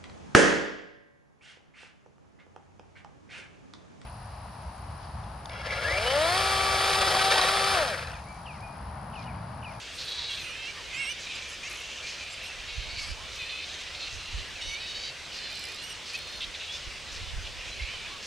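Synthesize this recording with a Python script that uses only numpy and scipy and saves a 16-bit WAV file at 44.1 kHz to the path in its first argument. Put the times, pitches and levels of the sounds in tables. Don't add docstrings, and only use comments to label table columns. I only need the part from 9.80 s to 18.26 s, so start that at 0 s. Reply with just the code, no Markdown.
import sys
import numpy as np
from scipy import signal
from scipy.io import wavfile
from scipy.ndimage import uniform_filter1d

SR = 44100
rng = np.random.default_rng(int(sys.argv[2]) if len(sys.argv) > 2 else 0)


def digitize_waveform(pressure):
    field = np.atleast_2d(pressure).T
    bounded = np.clip(field, -1, 1)
    quanta = np.round(bounded * 32767).astype(np.int16)
    wavfile.write(sys.argv[1], SR, quanta)


N = 373086
USUAL_PITCH_HZ = 563


def amp(db):
    return 10 ** (np.asarray(db) / 20)


def evened(x):
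    return x / np.sqrt(np.mean(x ** 2) + 1e-20)


def read(points, hz):
    f, value = np.transpose(points)
    return np.interp(np.log(hz + 1), np.log(f + 1), value)


def curves(rows):
    s, *columns = np.transpose(rows)
    t = np.arange(s[0], s[-1], 1 / SR)
    return t, [np.interp(t, s, column) for column in columns]


def course(length):
    u = np.linspace(0, 1, int(max(length, .02) * SR))
    return u, np.sin(np.pi * u) - 2 / np.pi


def add(mix, s, sound, pan_db=0):
    part = mix[:, max(round(s * SR), 0):][:, :len(sound)]
    part += amp([[pan_db / 2], [-pan_db / 2]]) * sound[:part.shape[1]]


def waver(size, rate):
    knots = rng.standard_normal(2048)
    return np.interp(np.arange(size) * rate / SR % len(knots), np.arange(len(knots)), knots)


def fade(size, edge_s):
    return signal.windows.tukey(size, min(1, 2 * edge_s * SR / size))


def resonate(x, hz, width):
    turn = np.exp(2j * np.pi * np.cumsum(hz * np.ones(len(x))) / SR)
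    r = np.exp(-np.pi * width / SR)
    smoothed = signal.lfilter([1], [1, -2 * r, r * r], x / turn)
    return evened((turn * smoothed).real)


def noise(colour, patchy_db):
    # (frequency [Hz], correlation [-1 to 1])
    likeness = [(30, 0.24), (100, 0.8), (300, 0.7), (1000, 0.92), (8000, 0.83), (13000, 0.52)]
    hz = np.fft.rfftfreq(2048, 1 / SR)
    a, b, c, d, patches = rng.standard_normal((5, N // 512 + 6, len(hz)))
    patches = uniform_filter1d(patches, size=6, axis=0)
    patches = evened(uniform_filter1d(patches, size=14, axis=1))
    same = np.clip(read(likeness, hz), -1, 1)
    left = a + 1j * b
    right = same * left + np.sqrt(1 - same ** 2) * (c + 1j * d)
    z = np.array([left, right]) * amp(read(colour, hz) + patchy_db * patches)
    return evened(signal.istft(z.transpose(0, 2, 1), nperseg=2048, noverlap=1536)[1][:, :N])


def rumble():
    # (frequency [Hz], relative level [dB])
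    drone_colour = [(25, -32), (48, -3), (61, -0.5), (75, -14.5), (100, -15.5), (160, -28), (9000, -37),
                    (15000, -36.5)]
    return amp(-58.0) * noise(drone_colour, patchy_db=1)


def din():
    # (frequency [Hz], relative level [dB])
    din_colour = [(12, -36), (20, -22), (64, -1), (225, -9), (342, -8), (534, -4.5), (857, -8.5),
                  (1980, -4.5), (2470, -2), (2840, -1), (5380, -7.5), (9390, -20.5), (10800, -29.5),
                  (15500, -90)]
    return amp(-42) * noise(din_colour, patchy_db=1.5) * amp([[-.3], [.3]])


def wind(level_db=0, lean_db=-3.0):
    # (time [s], level before the lean [dB])
    breeze = [(0, -60), (2.6, -62), (3.15, -45), (3.8, -59), (4.4, -54.5), (5.3, -58.5), (6.4, -71),
              (7.2, -53), (7.6, -45), (8.46, -57.5)]
    # (time of peak [s], peak level before the lean [dB], time from peak to half amplitude [s])
    gusts = [(0.64, -49, .02), (2.8, -50, .04), (2.99, -34, 0.02), (3.318, -35.5, 0.015),
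             (4.36, -43, 0.034), (4.57, -32.5, 0.033), (4.872, -42, .028), (6.64, -46.5, 0.061),
             (7.08, -38.5, 0.016), (7.417, -38, .035), (7.576, -33, .035), (8.026, -35, 0.031)]
    # (frequency [Hz], relative level [dB])
    gust_colour = [(8.8, -38), (15, -14), (43, 5), (63, 3.5), (105, -10.5), (194, -32.5), (220, -53),
                   (290, -62), (480, -120)]
    t = np.arange(N) / SR
    power = amp(np.interp(t, *np.transpose(breeze))) ** 2
    for s, db, half_s in gusts:
        power += (amp(db) / (1 + ((t - s) / half_s) ** 2)) ** 2
    eddies = noise(gust_colour, patchy_db=-6.0)
    eddies /= np.sqrt(uniform_filter1d((eddies ** 2).mean(0), size=3000) + 1e-6)
    return eddies * np.sqrt(power) * amp(level_db) * amp([[lean_db], [-lean_db]])


def trees(x):
    # (frequency [Hz], time to fall by 60 dB [s])
    decay = [(300, 0.41), (3000, 0.53), (7000, 0.29), (13000, 0.067)]
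    echoes = rng.choice([-1., 1.], (2, SR // 2)) * (rng.random((2, SR // 2)) < .06)
    hz, t, z = signal.stft(echoes, SR, nperseg=256)
    z = z * amp(-60 * t / read(decay, hz)[:, None])
    tail = signal.istft(z, SR, nperseg=256)[1]
    return signal.fftconvolve(x, tail / np.linalg.norm(tail[0]), axes=1)[:, :N]


def larynx(hz, rough, flutter_db=-1.0, flutter_rate=150):
    size = len(hz)
    rough = np.clip(rough, 0, 1)
    jitter = .012 * waver(size, 70) + rough * (.035 * waver(size, 220) + .045 * waver(size, 700))
    phase = np.exp(2j * np.pi * np.cumsum(hz * (1 + jitter)) / SR)
    pulses = (phase ** 3 * (1 - (.93 * phase) ** 16) / (1 - .93 * phase)).real
    puffs = (0.7 + phase.real) * rng.standard_normal(size)
    source = (1 - rough) * evened(pulses) + rough * evened(puffs)
    return source * amp(flutter_db * waver(size, flutter_rate))


def cry(centre_hz, length, hz, rough, width):
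    size = int(max(length, .02) * SR)
    u = np.linspace(-1, 1, size)
    arch = 1 - .1 * u ** 2 + .07 * rng.standard_normal() * u
    return resonate(larynx(hz * arch, rough), centre_hz * arch, width) * fade(size, 0.0067)


def roost(count=420, level_db=-55, spread_db=-2.0, centre_hz=3500, pitch_hz=640, dull_db=-6):
    out = np.zeros((2, N))
    times = rng.random(count) * N / SR
    lengths = rng.uniform(.025, .12, count)
    voices = rng.standard_normal((count, 4))
    for s, length, (near, colour, pitch, side) in zip(times, lengths, voices):
        octaves = .95 * np.tanh(colour)
        call_pitch = pitch_hz * np.exp(.17 * pitch)
        call = cry(centre_hz * 2 ** octaves, length, call_pitch, rough=0.28, width=500)
        db = level_db + spread_db * min(near, 1) + dull_db * max(octaves, 0)
        add(out, s, amp(db) * call, 1.0 * side)
    return signal.sosfilt(signal.butter(4, 9500, fs=SR, output="sos"), out)


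def ticks(level_db=-6, tick_s=0.0013, uneven_s=.0008):
    # (time [s], length [s], first level before trim [dB])
    tick_runs = [(1.898, .13, -38.5), (4.8214, .01, -49), (5.7014, .01, -48), (6.335, .035, -43)]
    gap_s, fade_db_per_s = .0148, 55
    out = np.zeros((2, N))
    u = np.arange(SR // 60) / SR / tick_s
    for s, length, db in tick_runs:
        for late in np.arange(0, length, gap_s):
            ring = resonate(rng.standard_normal(len(u)), 10000, 3000)
            tick = u * np.exp(1 - u) * ring
            start = s + late + uneven_s * rng.standard_normal()
            add(out, start, amp(db + level_db - fade_db_per_s * late) * tick, -1)
    return out


def whistle(hz, partials, jitter, tilt_db=0):
    size = len(hz)
    shake = .009 * waver(size, 55) + jitter * (.7 * waver(size, 110) + waver(size, 1500))
    turns = np.cumsum(hz * (1 + shake)) / SR
    tone = 0
    for k, level in partials:
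        lean_db = tilt_db * (k - 3) + 3.5 * waver(size, 70)
        tone = tone + amp(level + lean_db) * np.sin(2 * np.pi * k * turns)
    return tone * fade(size, 0.011)


def screeches(level_db=-12):
    # (time [s], level before trim [dB], resonance before its arch [Hz])
    screech_calls = [(0.177, -30.5, 4870), (0.848, -37, 5900), (1.389, -34.5, 6100), (2.262, -32, 5080),
                     (3.186, -30, 4800), (3.516, -34, 5230), (4.305, -36, 5670), (5.06, -36, 5040),
                     (5.525, -31, 4950), (6.254, -33, 5300), (6.916, -30.5, 5100), (7.315, -31.5, 5300),
                     (7.843, -38, 5630), (8.421, -31, 5820)]
    out = np.zeros((2, N))
    for s, db, hz in screech_calls:
        add(out, s, amp(db + level_db) * cry(hz, 0.071, 720, rough=0.59, width=2500), -1)
    return out


def yelps(level_db=-12):
    # (time [s], level before trim [dB], resonance before its arch [Hz])
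    yelp_calls = [(0.366, -43, 980), (0.945, -40.5, 1122), (3.368, -40, 1060), (8.298, -39.5, 1147)]
    out = np.zeros((2, N))
    for s, db, hz in yelp_calls:
        add(out, s, amp(db + level_db) * cry(hz, 0.0824, hz / 3, rough=0.6, width=320))
    return out


def peeps():
    # (time [s], length [s], first pitch [Hz], last pitch [Hz], pitch arch [share], level [dB])
    peep_calls = [(.28, .23, 3900, 3860, 0, -49), (.495, 0.062, 3400, 3160, 0.032, -42),
                  (1.615, 0.063, 2330, 2390, .015, -42), (2.227, .05, 2360, 2440, 0, -43),
                  (2.69, .04, 2600, 2640, .01, -41), (3.19, 0.076, 2230, 2170, 0.0064, -41),
                  (3.66, .17, 2560, 2590, 0, -43), (4.2, .065, 4380, 4080, 0, -45),
                  (6.022, .11, 2850, 2950, 0.055, -48), (6.807, .03, 2710, 2580, 0, -42.5),
                  (6.885, 0.089, 3330, 3530, 0.036, -40), (7.8, .045, 2450, 2410, 0, -46),
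                  (7.904, 0.054, 4130, 3950, 0, -45), (8.07, 0.11, 2970, 3030, 0.061, -45)]
    out = np.zeros((2, N))
    for s, length, first_hz, last_hz, rise, db in peep_calls:
        u, arch = course(length)
        hz = (first_hz + (last_hz - first_hz) * u) * (1 + rise * arch)
        add(out, s, amp(db) * whistle(hz, [(1, 0)], jitter=0.0071), -1)
    return out


def twitters(level_db=5, pip_rate=72, pip_spread_db=3.5, pan_db=-5.5):
    # (time [s], length [s], base frequency [Hz], level before trim [dB])
    twitter_calls = [(3.504, 0.17, 2900, -59), (5.71, 0.27, 2570, -48), (6.37, .035, 2850, -44),
                     (6.41, .25, 3040, -59.5)]
    # (multiple of the base frequency, relative level [dB])
    twitter_partials = [(2, -1), (3, -3.5), (4, -9.5), (5, -16)]
    pitch_arch = 0.059
    out = np.zeros((2, N))
    for s, length, hz, db in twitter_calls:
        u, arch = course(length)
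        tone = whistle(hz * (1 + pitch_arch * arch), twitter_partials, jitter=0.037)
        beat = np.cumsum(pip_rate * (1 + 0.323 * waver(len(u), 59))) / SR
        pips = np.sin(np.pi * beat) ** 6
        pip_db = db + level_db + pip_spread_db * waver(len(u), pip_rate)
        add(out, s, amp(pip_db) * tone * pips, pan_db)
    return out


def whistles(level_db=-0.5, pan_db=-5.0):
    # (time [s], length [s], first base frequency [Hz], last base frequency [Hz], scoop from below [0-1],
    #  level before trim [dB], jitter [share], tilt [dB per partial])
    whistle_calls = [ (0.124, 0.22, 3080, 2860, .08, -61, 0.063, 3),
                     (0.493, 0.23, 2880, 3040, 0, -59.5, .03, 1),
                     (1.133, .17, 2700, 2790, .25, -50.5, 0.01, 0),
                     (1.291, 0.044, 3170, 2960, 0.03, -49.5, 0.011, -4),
                     (1.545, .027, 2490, 2430, 0.02, -48, .012, 1.5),
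                     (1.68, 0.078, 2680, 2340, 0.02, -55, 0.027, 4),
                     (2.5, 0.053, 2490, 2530, 0, -52.5, .016, 2),
                     (2.625, 0.072, 3050, 2720, 0.08, -57, 0.025, 4),
                     (3.173, .15, 2480, 2590, 0.1, -56.5, .035, 4),
                     (3.985, .045, 2495, 2540, 0, -58, .012, 3),
                     (4.806, 0.15, 2900, 2980, 0.08, -57, .02, -6.5),
                     (6.016, .12, 3200, 2840, 0.16, -53.5, .026, 1), ]
    # (multiple of the base frequency, relative level [dB])
    whistle_partials = [(2, 7), (3, 4), (4, -6), (5, -25)]
    scoop_s = 0.033
    out = np.zeros((2, N))
    for s, length, first_hz, last_hz, scoop, db, jitter, tilt_db in whistle_calls:
        u, _ = course(length)
        glide_hz = first_hz + (last_hz - first_hz) * u
        hz = glide_hz * (1 - scoop * np.exp(-u * length / scoop_s))
        add(out, s, amp(db + level_db) * whistle(hz, whistle_partials, jitter, tilt_db), pan_db)
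    return out


def off_branch(x):
    delay = int(rng.uniform(.001, .004) * SR)
    return .93 * x + .36 * np.pad(x, (delay, 0))[:len(x)]


def voice(hz, rough, throat_hz, throat_db, mouth_hz, mouth_db, rasp_db=-np.inf,
          throat_width=680, mouth_width=1150, rasp_hz=6200, rasp_width=2100, rasp_trim_db=-3,
          stutter_db=1.8, stutter_rate=42.0):
    rough = np.clip(rough, 0, 1)
    source = larynx(hz, rough)
    call = amp(throat_db) * resonate(source, throat_hz, throat_width)
    call -= amp(mouth_db) * resonate(source, mouth_hz, mouth_width)
    rasp = resonate(larynx(hz, rough), rasp_hz, rasp_width)
    call += amp(rasp_db + rasp_trim_db) * np.sqrt(2 * rough) * rasp
    call *= amp(stutter_db * 2 * rough * waver(len(hz), stutter_rate))
    voice_range = signal.butter(4, [1750, 10000], "bandpass", fs=SR, output="sos")
    return off_branch(signal.sosfilt(voice_range, call)) * fade(len(hz), 0.01)


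def squeals(pan_db=-4.5):
    # (time [s], pitch [Hz], throat resonance [Hz], throat level [dB],
    #  mouth level [dB], roughness [0-1])
    squeal_curves = [
        [(0.635, 510.5, 2650, -35, -46, .6), (0.71, 481, 2650, -40, -65, 0.47),
         (0.785, 537, 2600, -39, -64, 0.44), (0.845, 520, 2620, -39.5, -54, 0.2),
         (0.9, 583, 2500, -38.5, -54, 0.3), (0.93, 557, 2480, -50, -53, .5)],
        [(1.07, 485, 2400, -46, -53, .55), (1.12, 521, 2380, -40, -55, .5),
         (1.152, 504.4, 2450, -35.5, -63, 0.48), (1.204, 564, 2560, -30.5, -62, 0.34),
         (1.256, 525, 2580, -33.5, -65, 0.33), (1.312, 595, 2700, -38, -65, 0.04),
         (1.335, 563, 2740, -44, -60, 0.1)],
        [(4.75, 890, 2650, -44, -55, .3), (4.83, 691, 2270, -48, -54, .3), (4.89, 735, 2260, -45, -59, 0.15),
         (4.95, 745, 2300, -41.5, -54, 0.29), (5.0, 814, 2380, -45, -54, .25), (5.07, 865, 2550, -45, -58, 0.3)],
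        [(5.51, 772, 2900, -46.5, -49, 0.3), (5.61, 587, 2480, -59, -45.5, 0.36),
         (5.71, 597, 2500, -52, -44, 0.35), (5.83, 588, 2400, -47, -49, .33), (5.95, 623, 2480, -52, -47, .4),
         (6.0, 699, 2740, -45, -41, .55), (6.085, 754, 2900, -49, -60, 0.29), (6.16, 620, 2600, -51, -49, .5)],
        [(7.99, 510, 2250, -35, -54, .55), (8.04, 545, 2400, -41, -50, 0.67), (8.09, 586, 2580, -42, -59, 0.42),
         (8.14, 619, 2800, -43, -51, .3), (8.2, 562, 2560, -46, -53, .45), (8.23, 578, 2450, -42.5, -54, .5),
         (8.28, 665, 2530, -46, -51, 0.4)],
    ]
    usual_mouth_hz, mouth_follow = 4030, 0.22
    out = np.zeros((2, N))
    for rows in squeal_curves:
        t, (hz, throat_hz, throat_db, mouth_db, rough) = curves(rows)
        mouth_hz = usual_mouth_hz * (hz / USUAL_PITCH_HZ) ** mouth_follow
        add(out, t[0], voice(hz, rough, throat_hz, throat_db, mouth_hz, mouth_db), pan_db)
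    return out


def squawks(level_db=-1.5, pan_db=-0.6):
    # (time [s], length [s], first pitch [Hz], last pitch [Hz], throat level [dB],
    #  mouth resonance [Hz], mouth level [dB], rasp level [dB], roughness [0-1])
    squawk_calls = [ (0.179, 0.12, 589, 550, -62, 4050, -37, -65, 0.82),
                    (0.274, 0.29, 553, 565.7, -63, 3950, -36, -52, 0.59),
                    (0.483, 0.066, 570, 537, -41, 3260, -36.5, -56, 0.4),
                    (0.551, 0.085, 596, 481, -43, 3850, -40, -51, .55),
                    (1.386, 0.09, 581, 546, -54, 3730, -42, -52, 0.8),
                    (1.463, 0.17, 610, 551, -39.5, 3700, -44, -50, 0.73),
                    (1.616, 0.16, 587, 584, -43, 3720, -56, -46, 0.52),
                    (1.824, 0.071, 475, 583, -38, 4300, -58, -41, 0.34),
                    (1.894, 0.14, 527, 549, -42.5, 3900, -51, -47, 0.72),
                    (2.03, .19, 560, 589, -46, 3020, -44, -48, 0.72),
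                    (2.219, 0.23, 600, 609, -43.5, 4470, -48.5, -48, 0.65),
                    (2.442, 0.41, 625, 607, -45.5, 3780, -51, -63, 0.77),
                    (2.872, 0.23, 552, 521, -44, 4000, -44.5, -72, 0.54),
                    (3.083, 0.126, 545, 559, -42.5, 4330, -40.5, -60, 0.67),
                    (3.189, .15, 552, 594, -45.5, 4800, -43, -58, 0.7),
                    (3.481, 0.14, 609, 512, -45, 3860, -45.5, -54, 0.68),
                    (3.582, 0.27, 504, 517, -40.5, 3860, -41, -64, 0.55),
                    (3.848, 0.12, 532, 579, -53, 3750, -42, -48, .75),
                    (3.98, 0.18, 635, 613, -44.5, 3780, -44.5, -51.5, 0.82),
                    (4.142, 0.15, 617, 590, -44, 4050, -41, -53, 0.88),
                    (4.288, 0.37, 670, 710, -45.5, 4030, -45.5, -51, 0.72),
                    (4.805, 0.17, 744, 720, -45.5, 3950, -42, -52, 0.52),
                    (4.997, 0.18, 760, 745, -48.5, 4080, -40.5, -67, 0.38),
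                    (5.14, 0.17, 736, 788, -56, 4300, -39, -49, 0.51),
                    (5.533, 0.31, 609, 608, -56, 4600, -46.5, -60, .38),
                    (6.256, 0.12, 670, 670, -54, 4460, -49, -64, 0.94),
                    (6.328, 0.042, 596, 656, -38, 4400, -44, -42, 0.38),
                    (6.351, 0.24, 606, 603, -57, 4100, -42, -61, 0.4),
                    (6.6, 0.057, 520, 552, -47, 3550, -36.5, -61, .6),
                    (6.734, 0.036, 516, 530, -46, 3800, -40.5, -61, 0.76),
                    (6.789, .19, 541, 597, -44.5, 3570, -42, -53, 0.71),
                    (6.984, .08, 588, 523, -52, 4330, -48, -52, 0.9),
                    (7.068, 0.13, 590, 523, -47, 3850, -68, -60, 0.54),
                    (7.248, 0.31, 600, 620, -61, 3800, -48, -65, 0.73),
                    (7.64, 0.043, 557, 586, -45.5, 3500, -42.5, -62, 0.7),
                    (7.769, 0.21, 624, 595, -44.5, 3950, -59, -62, 0.65),
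                    (7.96, .2, 551, 600, -42.5, 4200, -49, -57, .75), ]
    usual_throat_hz, throat_follow = 2500, 0.32
    pitch_arch, swell_db = .012, 0.5
    out = np.zeros((2, N))
    for s, length, first_hz, last_hz, throat_db, mouth_hz, mouth_db, rasp_db, rough in squawk_calls:
        u, arch = course(length)
        hz = (first_hz + (last_hz - first_hz) * u) * (1 + pitch_arch * arch)
        throat_hz = usual_throat_hz * (hz / USUAL_PITCH_HZ) ** throat_follow
        call = voice(hz, rough, throat_hz, throat_db, mouth_hz, mouth_db, rasp_db)
        add(out, s, amp(level_db + swell_db * arch) * call, pan_db)
    return out


def scene():
    background = rumble() + din() + wind()
    small_calls = ticks() + screeches() + yelps() + peeps()
    bats = roost() + small_calls + twitters() + whistles() + squeals() + squawks()
    return background + amp(-18) * trees(bats) + amp(-0.67) * bats


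def record(dry):
    soft = signal.sosfilt(signal.butter(2, 14000, fs=SR, output="sos"), dry)
    band_limit = signal.firwin(511, 15800, window=("kaiser", 9), fs=SR)
    return signal.oaconvolve(soft, band_limit[None], "same")


dry = scene()
out = record(dry)
digitize_waveform(out)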